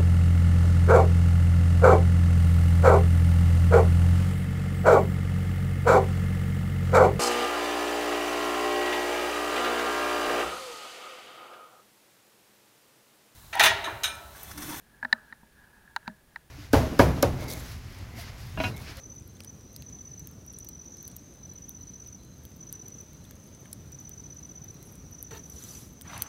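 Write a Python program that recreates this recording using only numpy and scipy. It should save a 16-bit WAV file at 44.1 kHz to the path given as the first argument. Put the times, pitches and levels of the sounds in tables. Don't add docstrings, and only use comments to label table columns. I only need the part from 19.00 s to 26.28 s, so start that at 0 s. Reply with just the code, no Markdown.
import sys
import numpy as np
from scipy import signal
from scipy.io import wavfile
from scipy.ndimage import uniform_filter1d

SR = 44100
rng = np.random.default_rng(int(sys.argv[2]) if len(sys.argv) > 2 else 0)


def master_out(mix):
    frames = np.transpose(np.atleast_2d(mix))
    ceiling = np.clip(frames, -1, 1)
    pcm = np.round(ceiling * 32767).astype(np.int16)
    wavfile.write(sys.argv[1], SR, pcm)


def gain_from_decibels(decibels):
    exponent = np.asarray(decibels, float) / 20
    return 10 ** exponent


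N = 321043


def evened(x):
    return x / np.sqrt(np.mean(x ** 2) + 1e-20)


def read(points, hz):
    f, value = np.transpose(points)
    return np.interp(np.log(hz + 1), np.log(f + 1), value)


def level(rows):
    s, db = np.transpose(rows)
    return gain_from_decibels(np.interp(np.arange(N) / SR, s, db, left=-120, right=-120))


def add(mix, s, sound):
    at = round(s * SR)
    sound = sound[max(-at, 0):]
    part = mix[max(at, 0):][:len(sound)]
    part += sound[:len(part)]


def band(x, lo_hz, hi_hz):
    edges = [lo_hz, min(hi_hz, .49 * SR)]
    return signal.sosfilt(signal.butter(2, edges, "band", fs=SR, output="sos"), x)


def noise(spectrum, patchy_db, flicker_db, size=512):
    hz = np.fft.rfftfreq(size, 1 / SR)
    a, b, patches = rng.standard_normal((N * 4 // size + 5, len(hz), 3)).T
    patches = uniform_filter1d(patches, size=8, axis=0)
    patches = evened(uniform_filter1d(patches, size=12, axis=1))
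    flicker = evened(uniform_filter1d(rng.standard_normal(a.shape[1]), size=6))
    gain = gain_from_decibels(read(spectrum, hz)[:, None] + patchy_db * patches + flicker_db * flicker)
    z = (a + 1j * b) * gain
    return evened(signal.istft(z, nperseg=size, noverlap=size * 3 // 4)[1][:N])


def gesture(start, attack, hold, release, db):
    t = np.arange(N) / SR - start
    corners = np.cumsum([0, attack, hold, release])
    short = np.interp(t, corners, [1, 0, 0, 1], left=9, right=9)
    return gain_from_decibels(db - 22 * short ** 2)


def stroke(hz, length, edge, sag_hz, droop_hz=0, swell_db=0, stray_hz=16):
    t = np.arange(round(length * SR)) / SR
    phase, detune = rng.random(2)
    steady = (hz + stray_hz * (detune - .5)) * t
    sag = sag_hz * (t / length - 1) * t / 2
    droop = droop_hz * t * (t / length) ** 4 / 5
    turns = steady - sag - droop + phase
    shape = signal.windows.tukey(len(t), np.clip(edge, 0, 1)) * gain_from_decibels(swell_db * (t / length - .5))
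    return np.sqrt(2) * np.sin(2 * np.pi * turns) * shape


def sing(calls, offsets, **wing):
    out = np.zeros(N)
    for s, db in calls:
        for after, change_db in offsets:
            add(out, s + after, gain_from_decibels(db + change_db) * stroke(**wing))
    return out


def trill(s, db, period, chirps, uneven_db):
    return [(s + k * period, db + uneven_db * rng.standard_normal()) for k in range(round(chirps))]


def trills(rows, uneven_db):
    return [chirp for row in rows for chirp in trill(*row, uneven_db=uneven_db)]


def bushes(x, t60, count):
    t = np.arange(count) / SR
    tail = rng.standard_normal(count) * gain_from_decibels(-60 * t / t60) * (t > .003)
    return signal.oaconvolve(x, tail / np.linalg.norm(tail))[:N]


def near_cricket():
    # t/s, level/dB, period/s, chirps
    near_trills = [
        (-.031, -46.5, .063, 4),
        (.471, -45.7, .063, 1),
        (.861, -45.6, .0624, 6),
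        (1.475, -46, .063, 10),
        (2.428, -45.7, .0631, 12),
        (3.604, -45.2, .0627, 7),
        (4.921, -45.5, .0631, 13),
        (6.122, -47, .063, 1),
        (6.18, -46.7, .063, 10),
        (7.072, -47.5, .0627, 4),
    ]
    near = sing(trills(near_trills, uneven_db=.2), [(-.0015, 1.0), (.0188, 1.3)],
                hz=6006, length=.018, edge=.82, sag_hz=4, droop_hz=105, swell_db=2.5)
    return near + gain_from_decibels(-11.5) * bushes(near, .38, count=9000)


def neighbours():
    # t/s, level/dB, period/s, calls
    high_bouts = [
        (.125, -63.4, .367, 5),
        (1.933, -63.2, .328, 2),
        (2.66, -62.8, .325, 5),
        (4.303, -64.6, .341, 4),
        (5.691, -66, .341, 5),
    ]
    high = sing(trills(high_bouts, uneven_db=1), [(-.015, 1.5), (.042, -.5)],
                hz=6392, length=.03, edge=.95, sag_hz=20)
    # t/s, level/dB
    middle_calls = [(0.308, -55.5), (0.731, -61), (1.12, -58), (1.525, -63), (1.971, -59), (2.313, -73.5),
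                    (2.714, -62.5), (3.1, -58), (3.442, -65), (3.838, -64), (4.195, -60.6), (4.549, -57),
                    (5.19, -57), (5.506, -57), (5.836, -56.7), (6.235, -60), (6.567, -63.1), (6.917, -61),
                    (7.221, -57.9)]
    already_begun = [(-.064, -69)]
    middle = sing(already_begun + middle_calls, [(-.018, -1.4), (.04, -1.8)],
                  hz=6270, length=.03, edge=.45, sag_hz=60)
    # t/s, level/dB
    deep_calls = [(0.29, -72), (0.694, -71), (1.125, -73), (1.556, -73), (1.988, -72), (2.408, -70),
                  (2.803, -71), (3.2, -66.5), (3.675, -73), (4.151, -70), (4.86, -73), (5.28, -72),
                  (5.69, -70)]
    three_by_three = [(k * .064 + j * .014 - .02, .8 - 2.5 * abs(j - 1)) for k in range(3) for j in range(3)]
    deep = sing(deep_calls, three_by_three, hz=4075, length=.015, edge=.7, sag_hz=90, stray_hz=40)
    deep = deep + .55 * bushes(deep, .2, count=9000)
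    # t/s, level/dB, period/s, chirps
    low_trills = [
        (1.381, -57.5, .0649, 13),
        (5.74, -58.5, .0635, 18),
    ]
    low = sing(trills(low_trills, uneven_db=2), [(0, 0), (.021, 0)],
               hz=5772, length=.0155, edge=.7, sag_hz=30, droop_hz=150, stray_hz=40)
    others = high + middle + low + deep
    # t/s, level/dB, f/Hz
    stray_strokes = [(.69, -68, 5340), (1.09, -63, 5460), (1.26, -64, 5520), (1.32, -64, 5520),
                     (2.47, -69, 5300), (3.53, -68, 5380), (3.81, -68, 5360), (4.92, -71, 5350),
                     (5.32, -70, 5340)]
    for s, db, hz in stray_strokes:
        add(others, s, gain_from_decibels(db) * stroke(hz, length=.03, edge=.9, sag_hz=160))
    return others + gain_from_decibels(-8) * bushes(others, .3, count=9000)


def pop(db, hz, spray_db, body_db, draw):
    t = np.arange(len(draw)) / SR
    width = .00006 - .000004 * body_db
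    spike = np.sin(2 * np.pi * hz * t) * np.exp(-((t / width - 1.5)) ** 2)

    spray_db = min(spray_db, 0)
    t60 = .003 + .013 * gain_from_decibels(spray_db)
    debris = evened(band(draw, .86 * hz, 1.14 * hz)) + .7 * evened(band(draw[::-1], 6500, 16000))
    decay = gain_from_decibels(spray_db - 5 - 60 * t / t60) + gain_from_decibels(-36 - 60 * t / .063)
    spray = debris * decay * np.minimum(t / .00013, 1)

    body_hz = 5600 - 800 * gain_from_decibels(body_db)
    knock = np.append(1, draw[1:] * gain_from_decibels(-18 - 60 * t[1:] / .011))
    body = band(knock, .64 * body_hz, 1.2 * body_hz)
    body = body + .5 * band(t == 0, 1680, .7 * body_hz + 700)

    direct = spike + spray + gain_from_decibels(body_db + 1.5) * body / abs(body).max()
    lag = 12 + int(14 * min(abs(draw[-1]), 2))
    bounce = np.append(np.zeros(lag), direct[:-lag])
    return gain_from_decibels(db + 1.5) * (direct + .5 * bounce)


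def pops():
    # t/s, peak level/dB, ring f/Hz, spray re peak/dB, body re peak/dB
    bursts = [(.405, -35, 9500, -6, -.5), (.447, -36, 10500, -3, -3), (.7625, -32, 12500, -3.5, -9),
              (.823, -35, 12200, -10, -2.5), (1.2727, -28, 12500, -10, -16.5),
              (1.5872, -29, 10100, -6, -16), (1.688, -33, 15400, -.5, -16), (2.028, -35.7, 14000, -7, -19),
              (2.0785, -28, 12200, -9, -15), (2.1652, -33, 13100, -.5, -17),
              (2.6935, -24.5, 11700, -13, -20), (3.7267, -23, 11900, -8, -16),
              (3.8834, -34, 12100, -18, -13.5), (4.6073, -44, 13900, -23, -17),
              (4.7296, -25, 9800, -14, -18), (4.7308, -24.5, 10800, -7.5, -14),
              (5.0937, -29.5, 13900, -9, -16.5), (5.8278, -36.5, 13300, -6, -11),
              (6.2274, -23.5, 11300, -11, -34), (6.5, -34.5, 11900, -9, -26),
              (6.6387, -33, 10600, -6.5, -21), (7.0122, -34, 14000, -6, -2), (7.1781, -27, 10100, -9, -11),
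              (7.2213, -10.5, 12600, -12, -14)]
    # t/s, peak level/dB, ring f/Hz
    cracks = [(.151, -47, 11000), (.2236, -48, 7400), (.368, -51, 9300), (.4362, -39, 8500),
              (.4456, -43, 8900), (.8995, -46, 6000), (1.1944, -41, 7400), (1.5356, -40, 10000),
              (1.647, -37, 11800), (1.6945, -47, 14100), (1.97, -43, 11400), (2.0527, -41, 13800),
              (2.0837, -40, 11600), (2.1153, -41, 8900), (2.3554, -51, 10500), (2.8244, -46, 11900),
              (3.0741, -40, 13600), (3.4524, -36, 13200), (3.9038, -45, 7500), (4.1324, -43, 14100),
              (4.2419, -43, 9000), (4.31, -39, 7200), (4.5486, -44, 8650), (4.7158, -44, 14200),
              (4.9197, -43, 14200), (5.0013, -42, 12300), (6.1123, -54, 12300), (6.1944, -50, 11500),
              (6.4972, -42, 11600)]
    # t/s, peak level/dB, ring f/Hz
    splinters = [(.1607, -50, 11200), (.1988, -44, 8950), (.2758, -42, 12000), (.2785, -48, 12000),
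                 (.731, -44, 12200), (1.3134, -43, 13400), (1.4641, -38, 11600), (1.467, -47, 13500),
                 (1.5281, -42, 11600), (1.6, -44, 12300), (2.3387, -46, 8700), (2.5357, -43, 13400),
                 (2.7168, -50, 11800), (3.1281, -49, 9400), (3.2499, -47, 12200), (3.436, -45, 12700),
                 (3.4606, -48.5, 13500), (3.5041, -49, 12300), (3.5629, -47, 13300), (3.5678, -45, 13400),
                 (3.7534, -45, 8300), (4.01, -43, 11000), (4.3555, -47, 11500), (4.439, -48, 9400),
                 (4.947, -50, 8350), (5.6434, -42, 13900), (5.7434, -46, 13900), (5.923, -47, 13100),
                 (5.9552, -40, 9200), (7.019, -36, 11000)]
    # t/s, peak level/dB, ring f/Hz
    twigs = [(2.585, -51, 13000), (2.887, -51, 9000), (3.234, -50, 12000), (3.517, -50, 12500),
             (2.1, -48, 13500), (6.462, -49, 11000), (.611, -50, 6500), (.988, -50, 7000),
             (1.848, -50, 9900), (1.983, -48, 9000), (2.16, -46, 13000), (2.01, -49, 9000),
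             (2.872, -49, 7000), (3.003, -50, 7000), (3.047, -50, 7000)]
    events = list(bursts)
    for rows, spray_db, body_db in ((cracks, -7, -6), (splinters, -8, -20), (twigs, -12, -3)):
        events += [(*row, spray_db, body_db) for row in rows]
    out = np.zeros(N)
    for (s, *settings), draw in zip(events, rng.standard_normal((len(events), 1600))):
        add(out, s - .0001, pop(*settings, draw))
    return out


def thuds():
    # t/s, level/dB, f/Hz, length/s
    knocks = [(0.406, -49, 1300, 0.0025), (.405, -45, 2600, .002), (.823, -47, 2700, .002),
              (4.251, -51, 3500, .003), (4.31, -48, 1600, 0.0016), (4.321, -55, 3400, .003),
              (4.655, -51, 1700, 0.0045), (4.655, -55, 3130, .004), (4.657, -52, 2200, .003),
              (7.134, -46, 3800, .003), (7.134, -47, 4800, .003), (6.318, -44, 1510, 0.0017),
              (7.1335, -30, 1250, 0.0013), (7.164, -37, 1630, 0.0019), (7.218, -39, 1510, 0.0018)]
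    out, t = np.zeros(N), np.arange(400) / SR
    for s, db, hz, length in knocks:
        grit = evened(band(rng.standard_normal(len(t)), .6 * hz, 2.2 * hz))
        grit = .3 * grit * np.exp(-t / (1.2 * length))
        knock = np.sin(2 * np.pi * hz * t) * np.exp(-(2 * t / length - 1.4) ** 2)
        add(out, s - .001, gain_from_decibels(db) * (knock + grit))
    return out


def rings():
    # t/s, peak level/dB, f/Hz
    slivers = [(.277, -45, 13000), (.353, -59, 9000), (.368, -52, 9500), (.368, -47, 3500),
               (.418, -54, 9200), (.748, -50, 4500), (.7625, -38, 5000), (.7625, -37, 8600),
               (1.1944, -45, 7400), (1.1944, -45, 14800), (1.1944, -42, 13300), (1.176, -52, 14500),
               (1.5872, -49, 5100), (1.5872, -40, 13300), (1.688, -50, 4400), (1.688, -37, 8500),
               (1.72, -54, 8200), (1.97, -45, 5200), (2.0785, -41, 7900), (2.0785, -47, 4400),
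               (2.1652, -38, 6900), (3.0741, -47, 9900), (2.6935, -47, 3600), (2.6935, -40, 15500),
               (3.7267, -36, 7300), (3.7267, -33, 8900), (4.01, -46, 15400), (4.253, -49, 9600),
               (4.253, -50, 12500), (4.31, -42, 11900), (4.31, -43, 13500), (4.466, -51, 9800),
               (4.474, -52, 12500), (4.656, -50, 9300), (4.73, -35, 5300), (3.381, -50, 13400),
               (4.73, -38, 15200), (4.88, -52, 9000), (4.9197, -48, 7500), (4.9197, -48, 8800),
               (5.0013, -46, 12200), (5.0937, -45, 7400), (5.0937, -44, 8800), (5.346, -50, 13000),
               (5.394, -51, 9500), (5.464, -49, 8800), (5.51, -52, 12500), (5.709, -50, 10800),
               (5.923, -44, 13200), (5.93, -49, 9800), (6.113, -46, 12200), (6.135, -47, 13100),
               (6.6387, -33, 6900), (6.925, -53, 13200), (6.934, -48, 11700), (7.02, -41, 13600),
               (7.02, -37, 9200), (7.1781, -40, 14800), (7.193, -46, 7700), (7.2213, -27, 8500)]
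    out, t = np.zeros(N), np.arange(900) / SR
    for (s, db, hz), (apart, phase) in zip(slivers, rng.random((len(slivers), 2))):
        first = np.sin(2 * np.pi * hz * t)
        second = np.sin(2 * np.pi * (hz * (.95 + .1 * apart) * t + phase))
        decay = gain_from_decibels(db - 60 * t / .011)
        add(out, s, decay * np.minimum(t / .0003, 1) * (first + .6 * second))
    return out


def ticks(per_s, db, spread_db):
    clumps = gain_from_decibels(7 * evened(band(rng.standard_normal(N), 1.6, 12)))
    chance = per_s / SR * clumps / clumps.mean()
    t, out = np.arange(90) / SR, np.zeros(N)
    for hz in (4800, 8200, 9800, 11500, 13000, 14400):
        strength = gain_from_decibels(spread_db * np.minimum(rng.exponential(1, N), 2.5))
        train = strength * (rng.random(N) < chance)
        snap = np.sin(2 * np.pi * hz * t) * np.exp(-t / .00028)
        out += signal.oaconvolve(train, snap)[:N]
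    return gain_from_decibels(db) * out


def sap_and_steam():
    # start t/s, attack/s, hold/s, release/s, level/dB
    sap_fizz = (5.76, .1, .09, .05, -61)
    # t/s, level/dB, f/Hz, length/s, sag/Hz
    steam = (5.85, -58, 10200, .028, -1600)
    sputter = gain_from_decibels(4 * evened(band(rng.standard_normal(N), 15, 90)))
    fizz = band(rng.standard_normal(N), 9000, 14500) * sputter
    out = gesture(*sap_fizz) * evened(fizz) * gain_from_decibels(-4.5)
    s, db, hz, length, sag_hz = steam
    add(out, s, gain_from_decibels(db) * stroke(hz, length, edge=.8, sag_hz=sag_hz))
    return out


def fire():
    return pops() + thuds() + rings() + ticks(per_s=9, db=-58, spread_db=3) + sap_and_steam()


def walker():
    # start t/s, attack/s, hold/s, release/s, level/dB
    heel_move = (6.306, .005, .05, .05, -50)
    cloth_move = (6.39, .33, .06, .14, -51)
    drag_move = (7.035, .03, .15, .5, -52)
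    weight_move = (7.06, .08, .015, .14, -47)
    # f/Hz, density level/dB per Hz
    litter = [(200, -16), (450, -1), (750, -4), (1800, -8), (2600, -10), (4400, -9.5), (5300, -18),
              (7000, -12), (9500, -20), (12000, -16), (15700, -17)]
    cloth = [(1200, -6), (3000, -7), (4100, -2), (5200, -2.5), (6900, 1), (9000, -5), (11000, -0.5),
             (12000, -5), (13600, -1.5), (14600, -4), (15800, -23)]
    ground = [(300, -27), (560, -9), (720, 5), (1450, 0.5), (2400, -2), (5000, -10.5), (8500, -16),
              (15700, -21)]
    # f/Hz, width/Hz, level/dB
    hollow_modes = [(425, 77, 0), (915, 120, -6), (1300, 35, -8), (1820, 97, -7), (2720, 33, -15),
                    (3130, 110, -14), (4350, 49, -13)]
    rub = rng.standard_normal(N)
    branch = sum(gain_from_decibels(db) * evened(band(rub, hz - width / 2, hz + width / 2)) for hz, width, db in hollow_modes)
    crunch = noise(litter, patchy_db=2.2, flicker_db=1, size=256)
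    heel = gesture(*heel_move) * (crunch + gain_from_decibels(.5) * evened(branch))
    swish = gesture(*cloth_move) * noise(cloth, patchy_db=2.2, flicker_db=.7)
    force = np.sqrt(gesture(*drag_move) ** 2 + gesture(*weight_move) ** 2)
    drag = force * noise(ground, patchy_db=2, flicker_db=.6, size=256)
    return heel + swish + drag


def chorus(count=26):
    # t/s, level/dB
    swells = [(0.0, -56), (0.49, -60.5), (2.3, -60), (2.88, -61), (3.38, -63), (3.75, -58), (4.28, -63),
              (4.6, -59), (5.43, -65), (5.96, -60), (7.01, -61.5), (7.28, -55)]
    out = np.zeros(N)
    for pitch, start, size in rng.random((count, 3)):
        calls = []
        singer_db = -10 * size - 9 * (1.7 * pitch - 1) ** 2
        for s in np.arange(-start, N / SR, 1.05 + .5 * size):
            calls += trill(s, singer_db, .06 + .006 * pitch, 4 + 7 * start, uneven_db=.5)
        out += sing(calls, [(0, 0), (.021, 0)],
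                    hz=5790 + 550 * pitch, length=.0155, edge=.7, sag_hz=30, droop_hz=150)
    far = 1.1 * out + bushes(out, .6, count=14000)
    return level(swells) * gain_from_decibels(1.2) * evened(far)


def air():
    # f/Hz, density level/dB per Hz
    air_spectrum = [(18, -50), (35, -33), (60, 2.5), (130, -0.5), (280, -8), (450, -16), (730, -24.5),
                    (1500, -29.5), (2700, -33.8), (5000, -34.5), (6600, -34), (7400, -39), (10000, -39.5),
                    (12200, -38.3), (15000, -39.5), (15800, -42), (16100, -53)]
    # t/s, level/dB
    roar_level = [
        (0.0, -49.5),
        (4.3, -49.5),
        (5.2, -48.8),
        (6.3, -49.5),
        (6.4, -48),
        (7, -48),
        (7.2, -45),
        (7.28, -52),
    ]
    # t/s, change/dB
    breeze = [
        (0, -.6),
        (3.2, -.6),
        (3.8, .5),
        (5.2, .9),
        (6.3, .5),
        (7.28, 0),
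    ]
    both = noise(air_spectrum, patchy_db=1.1, flicker_db=.35, size=2048)
    roar = signal.sosfiltfilt(signal.butter(2, 450, fs=SR, output="sos"), both)
    flutter = evened(band(rng.standard_normal(N), 3.9, 35))
    hiss = level(breeze) * gain_from_decibels(-60.8) * evened(both - roar)
    return level(roar_level) * gain_from_decibels(1.7 * flutter) * roar + hiss


def scene():
    return (near_cricket() + neighbours() + fire() + walker() + chorus() + air())[None]


def roll_off(x):
    return signal.sosfilt(signal.butter(12, 17000, fs=SR, output="sos"), x)


def record(dry):
    thin = signal.sosfilt(signal.butter(2, 42, "high", fs=SR, output="sos"), dry)
    thin = .6 * np.tanh(thin / .6)
    main, leak = (signal.firwin(1023, hz, window=("kaiser", 9), fs=SR) for hz in (15850, 16650))
    edge = main + gain_from_decibels(-24) * (leak - main)
    return roll_off(signal.oaconvolve(thin, edge[None], "same"))


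dry = scene()
out = record(dry)
master_out(out)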